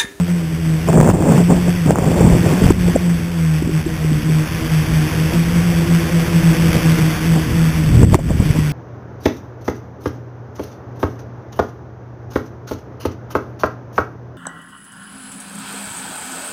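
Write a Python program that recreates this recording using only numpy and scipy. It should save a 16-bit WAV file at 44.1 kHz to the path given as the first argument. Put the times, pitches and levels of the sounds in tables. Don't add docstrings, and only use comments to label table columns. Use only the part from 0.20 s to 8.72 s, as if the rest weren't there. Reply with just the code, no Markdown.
import sys
import numpy as np
from scipy import signal
from scipy.fft import rfft, irfft
from scipy.io import wavfile
from scipy.ndimage import uniform_filter1d, map_coordinates

SR = 44100
rng = np.random.default_rng(int(sys.argv[2]) if len(sys.argv) > 2 else 0)


def transcribe(signal):
    frames = np.atleast_2d(signal).T
    limited = np.clip(frames, -1, 1)
    pcm = np.round(limited * 32767).astype(np.int16)
    wavfile.write(sys.argv[1], SR, pcm)


def ratio_of_db(decibels):
    return 10 ** (np.asarray(decibels, float) / 20)


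N = 375732

# (time [s], blade passing rate [Hz], blade hiss level [dB])
THROTTLE = [(0, 173, -44.5), (.15, 175, -39.5), (.32, 160, -40.5), (.85, 160, -34.5), (1.1, 168, -36.5),
            (1.5, 183, -36.5), (1.66, 159.9, -37), (2.45, 178, -33), (3.0, 170, -39), (3.3, 160, -39),
            (3.9, 155, -37.5), (4.5, 159, -34), (4.85, 155, -33.5), (5.2, 167, -33.5), (6.2, 167, -31.5),
            (6.55, 164, -30), (7.6, 161, -35), (8.1, 151, -36.5)]


def unit(x):
    return x / np.sqrt(np.mean(x ** 2) + 1e-20)


def curve(s, value):
    return np.interp(np.arange(N) / SR, s, value)


def wobble(rate):
    knots = rng.standard_normal(int(N * rate / SR) + 4)
    return map_coordinates(knots, [np.arange(N) * rate / SR])


def after(s):
    return np.arange(N) / SR - np.reshape(s, (-1, 1))


def noise(spectrum, lo_hz, hi_hz, patchy_db):
    z = signal.stft(rng.standard_normal(N + 512), nperseg=512)[2]
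    across_pitch = uniform_filter1d(rng.standard_normal(z.shape), 5, 0)
    patches = unit(uniform_filter1d(across_pitch, 10, 1))
    white = signal.istft(z * ratio_of_db(patchy_db * patches), nperseg=512)[1][:N]
    hz = np.fft.rfftfreq(N, 1 / SR)
    f, db = np.transpose(spectrum)
    shaped = rfft(white) * ratio_of_db(np.interp(np.log(hz + 1), np.log(f + 1), db, right=-120))
    in_band = irfft(shaped * (hz > lo_hz) * (hz < hi_hz), N)
    return irfft(shaped, N) / np.std(in_band)


def duck_db():
    # (time [s], depth [dB])
    ducks = [
        (.76, 8),
        (.915, 8.5),
        (1.28, 2),
        (1.725, 6.5),
        (2.523, 7.5),
        (3.62, 3.5),
        (7.85, 8.5),
        (7.959, 12),
    ]
    at, depth_db = np.transpose(ducks)
    t = after(at)
    attack = np.clip(t / 0.0027, 0, 1)
    recover_db_per_s = 43
    return -np.sum(attack * np.maximum(depth_db[:, None] - recover_db_per_s * np.abs(t), 0), axis=0)


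def blade_hiss_db():
    # (time [s], rise [dB])
    blips = [
        (0, 3.6),
        (.09, 4.3),
        (1.16, 1.9),
        (1.44, 1.9),
        (2.44, 2.6),
        (4.74, 0.85),
        (5.13, 1.9),
        (6.55, 2.9),
        (7.95, 7.3),
    ]
    s, _, db = np.transpose(THROTTLE)
    at, rise_db = np.transpose(blips)
    blip_s = 0.031
    return curve(s, db) + duck_db() + rise_db @ np.exp(-(after(at) / blip_s) ** 2)


def shafts():
    # (time in step [s], level [dB], time out of step [s], dip [dB])
    beat_table = [(.131, -12.5, .304, -8), (.343, -16, .374, -7), (.518, -15, .627, -16),
                  (.743, -10, .9, -20), (1.25, -12, 1.55, -6), (1.661, -13.5, 1.78, -18),
                  (2.1, -14, 2.33, -12), (2.469, -14, 2.535, -14), (2.668, -11, 2.738, -24),
                  (2.917, -13, 3.058, -9), (3.295, -15, 3.433, -11), (3.56, -14, 3.67, -16),
                  (3.915, -14.5, 4.018, -14), (4.134, -14, 4.288, -20), (4.548, -12.3, 4.665, -14),
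                  (4.772, -13, 4.882, -24), (5.029, -13.6, 5.12, -10), (5.197, -10, 5.33, -20),
                  (5.389, -10.3, 5.436, -11), (5.6, -10.5, 5.671, -17), (5.72, -12, 5.903, -13),
                  (5.955, -10.7, 6.046, -20), (6.156, -9.4, 6.213, -24), (6.265, -9.3, 6.366, -19),
                  (6.491, -10, 6.615, -12), (6.672, -11, 7.061, -15), (7.114, -12, 7.295, -11),
                  (7.487, -12.5, 7.747, -8), (7.815, -13, 8.0, -12), (8.47, -15.5, 8.56, -16)]
    # (time [s], depth [dB])
    crossings = [(.068, 18), (.578, 0), (1.05, 8), (1.152, 16), (1.375, 5), (1.495, -4), (2.03, 6),
                 (2.264, 2), (2.797, 10), (2.995, 6), (3.51, 15), (3.62, 16), (3.781, 7), (4.422, 21.5),
                 (4.489, 16), (4.962, 2.5), (5.246, 10.5), (5.535, 10), (5.807, 10), (6.125, 10),
                 (6.53, 13), (6.78, 10), (6.933, 1), (7.199, 5), (7.4, 3.5), (7.532, 7.5), (7.87, 13),
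                 (8.136, 12), (8.233, 18), (8.335, 15.5)]
    s, db, s_dip, dip_db = np.transpose(beat_table)
    beats = curve(np.ravel([s, s_dip], "F"), np.arange(2 * len(s)) / 2)
    slip = np.pi / 2 * uniform_filter1d(beats, size=SR // 50)

    blade_hz = curve(*np.transpose(THROTTLE)[:2]) * (1 + 0.006 * wobble(8))
    sag_hz = 10
    blade_hz += sag_hz * uniform_filter1d(.5 - (beats + .5) % 1, size=SR // 30)
    shaft_step = np.pi * blade_hz / SR

    lead = curve(s_dip, ratio_of_db(np.minimum(dip_db, 0)))
    pull = 2 * lead / (1 + lead ** 2)
    mean = np.cumsum(shaft_step - pull * np.gradient(slip))
    far = [np.cumsum(shaft_step * (1 + 0.01202 * wobble(4) + offset)) for offset in (-.022, .018)]

    at, depth_db = np.transpose(crossings)
    half_length_s = 0.022
    cancelled_db = depth_db @ np.exp(-(after(at) / half_length_s) ** 2)
    tone_db = curve(s, db) + 0.74 * duck_db() - cancelled_db
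    return [mean + slip, mean - slip, *far], (1 + lead) / 2, tone_db


def blade_tone(angle, share, tone_db):
    near = share * np.cos(2 * angle[0]) + (1 - share) * np.cos(2 * angle[1])
    far = np.cos(2 * angle[2]) + np.cos(2 * angle[3])
    far_db = uniform_filter1d(tone_db, size=SR // 4) - 13
    return ratio_of_db(tone_db + 2.8) * near + ratio_of_db(far_db) * far


def shaft_overtones(angle, hiss_db):
    # (multiple of shaft speed [-], level [dB])
    orders = [(1, -7.5), (2, 0), (3, -14), (4, -13), (5, -18), (6, -21), (7, -26), (8, -34.5), (9, -41)]
    nearness_db = [-0.5, -2, 2, -0.5]
    loading_db = -17 + 1.01 * (hiss_db - hiss_db.mean())
    total = np.zeros(N)
    for order, db in orders:
        if order == 2:
            continue
        thrust_db = (-22 + 0.42 * duck_db() if order % 2 else loading_db) - 4.5
        for a, near_db in zip(angle, nearness_db):
            level = ratio_of_db(thrust_db + db + near_db + 2.3 * wobble(5))
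            total += level * np.cos(order * (a + 6 * rng.random()))
    return total


def blade_hiss(angle, hiss_db):
    # (frequency [Hz], density [dB per Hz])
    hiss_spectrum = [(410, -59), (700, -8), (881, -11.5), (1060, -4.5), (1270, -8), (1490, -4),
                     (2550, -5.5), (2950, -8.5), (3430, -7.5), (3900, -17), (5070, -76), (8580, -120)]
    pulses_db = sum(1.1 * np.cos(2 * a) + 0.68 * np.cos(a) for a in angle)
    chop = ratio_of_db(pulses_db + 0.51 * wobble(40))
    level = ratio_of_db(hiss_db + 0.5 * wobble(12))
    return level * unit(chop) * noise(hiss_spectrum, 2123, 3200, patchy_db=0.5)


def frame_whine(hiss_db):
    phase = 2 * np.pi * 1590 * np.arange(N) / SR + 2.5 * wobble(6)
    return ratio_of_db(hiss_db - 28 + 1.3 * wobble(5.4)) * np.sin(phase)


def rotors():
    angle, share, tone_db = shafts()
    hiss_db = blade_hiss_db()
    hum = blade_tone(angle, share, tone_db) + shaft_overtones(angle, hiss_db)
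    return hum + blade_hiss(angle, hiss_db) + frame_whine(hiss_db)


def wind():
    # (time [s], level [dB])
    buffeting = [(0.0, -37), (0.04, -48.5), (0.8, -23), (1.47, -29), (2.11, -23.5), (2.3, -23), (2.47, -16),
                 (2.54, -23.5), (3.28, -48), (3.44, -18.5), (3.56, -32.5), (7.12, -28.5), (7.14, -38),
                 (7.78, -18.5), (7.83, -18.5), (8.02, -20.5), (8.09, -20), (8.52, -32.5)]
    # (start [s], length [s], roar level [dB])
    gust_table = [(0, 0.0054, -24.5), (0.684, 0.014, -15), (0.73, .02, -16), (0.764, 0.15, -17.5),
                  (0.927, 0.3, -22.5), (1.289, 0.057, -18.5), (1.348, .05, -29), (1.455, 0.047, -26.5),
                  (1.67, 0.066, -19.5), (1.751, 0.44, -23.5), (2.235, 0.15, -22.5), (2.407, 0.093, -27.5),
                  (2.67, 0.043, -32), (2.75, 0.013, -23), (3.425, 0.051, -46), (5.11, 0.037, -31),
                  (5.593, .03, -33), (6.778, 0.054, -32.5), (7.15, 0.039, -28), (7.821, .02, -24),
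                  (7.923, 0.033, -23), (7.99, .015, -29.5), (8.093, .03, -27), (8.192, 0.045, -28),
                  (8.343, .03, -31.5)]
    # (frequency [Hz], density [dB per Hz])
    buffet_spectrum = [(10, -34), (25, -9), (60, 2), (120, 2), (250, -6.5), (500, -24), (1000, -52)]
    roar_spectrum = [(60, -22), (150, 10.5), (280, 0), (520, -4.5), (900, -12), (1400, -25), (2500, -32),
                     (4000, -64)]
    rush_spectrum = [(60, -3), (150, -3), (280, -3.5), (520, -5.5), (900, -10.5), (1400, -19), (2500, -20),
                     (4000, -47)]

    buffet_db = curve(*np.transpose(buffeting)) + 3.4 * wobble(6) + 0.49 * duck_db()
    s, length, db = np.transpose(gust_table)
    t = after(s)
    edge_s = 0.029
    gusts = ratio_of_db(db) @ np.clip(np.minimum(t, length[:, None] - t) / edge_s + .5, 0, 1)
    slipstream = ratio_of_db(blade_hiss_db() - 0.5)
    roar_db = 20 * np.log10(gusts + slipstream) + 0.73 * wobble(18)

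    eddies = 0.49 * wobble(45) + 1.0 * wobble(130)
    lumps_db = np.clip(0.11 * (roar_db + 39.5), .4, 2.2) * eddies
    buffet = ratio_of_db(buffet_db + 1.7 * lumps_db) * noise(buffet_spectrum, 23, 80.8, patchy_db=1.0)
    gusty = np.clip((roar_db + 34) / 8, 0, 1)
    roar = np.sqrt(gusty) * noise(roar_spectrum, 468, 1200, patchy_db=1)
    rush = np.sqrt(1 - gusty) * noise(rush_spectrum, 528, 1100, patchy_db=-1)
    return buffet + ratio_of_db(roar_db - 2.5 + lumps_db) * (roar + rush)


def thumps():
    # (time [s], pitch [Hz], peak level [dB], length [cycles])
    bursts = [(.689, 320, 8, 0.2), (.771, 320, -1, 0.4), (.812, 420, 14, 0.23), (.89, 423, 10, 0.54),
              (1.067, 237, -3, 0.57), (1.14, 420, -4, .73), (1.174, 317.5, -4, 0.96), (1.205, 316, 2, 0.8),
              (1.312, 235, -3, .94), (1.347, 320, -7, 0.56), (1.663, 241, -2.5, 1.1), (1.687, 320, -9, .43),
              (1.708, 560, 10.5, 0.66), (1.908, 238, -1, 0.35), (2.01, 420, 2.5, 0.88),
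              (2.072, 320, -2, 0.4), (2.101, 420, -4, .54), (2.259, 420, -7, 0.73),
              (2.342, 242.1, -10, 0.46), (2.42, 237, 1.5, 0.77), (2.467, 700, -1, 0.36),
              (2.508, 312, 10, 0.93), (2.756, 240, -0.5, 1.4), (2.762, 560, 4, 1.7), (7.835, 240, 5, 1.1),
              (7.945, 977, 7, 1.6), (7.952, 322.6, 2.5, 1.4), (8.107, 320, -1, 0.3),
              (8.206, 235.5, -5, 0.78), (8.39, 237, -2, 1.1)]
    flutters = [(2.685, 446, -6.5, 1.9), (3.425, 297, -4, 1.1), (3.475, 250, -3.5, 1.1),
                (3.495, 328, -4, 1.5), (3.668, 332, -6.5, 2.9), (3.848, 301, -6, 0.84),
                (3.92, 243, -1.5, 1.2), (4.101, 258, -1, 0.57), (7.9445, 2600, -6, .6),
                (7.991, 565.9, -9, 1.4), (8.131, 250, -17, 0.51)]
    # (time [s], peak level [dB])
    snaps = [(.687, 0.5), (.731, -0.5), (0.775, 2), (.803, 6.5), (.846, -3), (.876, 3), (.902, 4.5),
             (1.024, -3), (1.179, 0), (1.317, -13), (1.758, 3), (1.786, 1.5), (2.505, 3.5), (7.831, -2),
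             (8.102, -12)]
    booms = [(0.802, -12), (2.464, 7), (2.502, 5), (7.724, -2), (7.784, -4), (7.836, 9.5), (7.924, 1),
             (7.947, 8), (8.201, 5), (8.263, 0.5), (8.307, 5.5)]
    rows = bursts + flutters
    rows = rows + [(s, 805, db, 0.47) for s, db in snaps]
    rows = rows + [(s, 104, db, 0.62) for s, db in booms]

    half = SR // 25
    t = np.arange(-SR // 25, SR // 25) / SR
    out = np.zeros(N + SR)
    for (s, hz, db, cycles), turn in zip(rows, rng.random(len(rows))):
        envelope = np.exp(-2 * (t * hz / cycles) ** 2)
        wiggle = envelope * np.cos(2 * np.pi * (hz * t + turn))
        out[round(s * SR) - half:][:len(t)] += ratio_of_db(db - 5.5) * wiggle
    return out[:N]


def scene():
    return (rotors() + wind() + thumps())[None]


def band_limit(x):
    return signal.sosfilt(signal.butter(12, 15760, fs=SR, output="sos"), x)


def record(dry):
    clipped = dry / (1 + np.abs(dry / 1.02) ** 12) ** (1 / 12)
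    camera_hz, player_hz = 8000, 32000
    slow = signal.resample(clipped, N * camera_hz // SR, axis=1)
    steps = np.repeat(slow, player_hz // camera_hz, axis=1)
    held = signal.resample(steps, N, axis=1)
    hz = np.fft.rfftfreq(N, 1 / SR)
    top_hz = 15300
    stop_db = np.maximum(-22 - .03 * (hz - top_hz), -34)
    edge_db = np.where(hz < top_hz, -1.5 * (hz > 14900), stop_db)
    mix = np.clip(irfft(rfft(held) * ratio_of_db(edge_db), N), -1, 1)
    return band_limit(mix)


dry = scene()
out = record(dry)
transcribe(out)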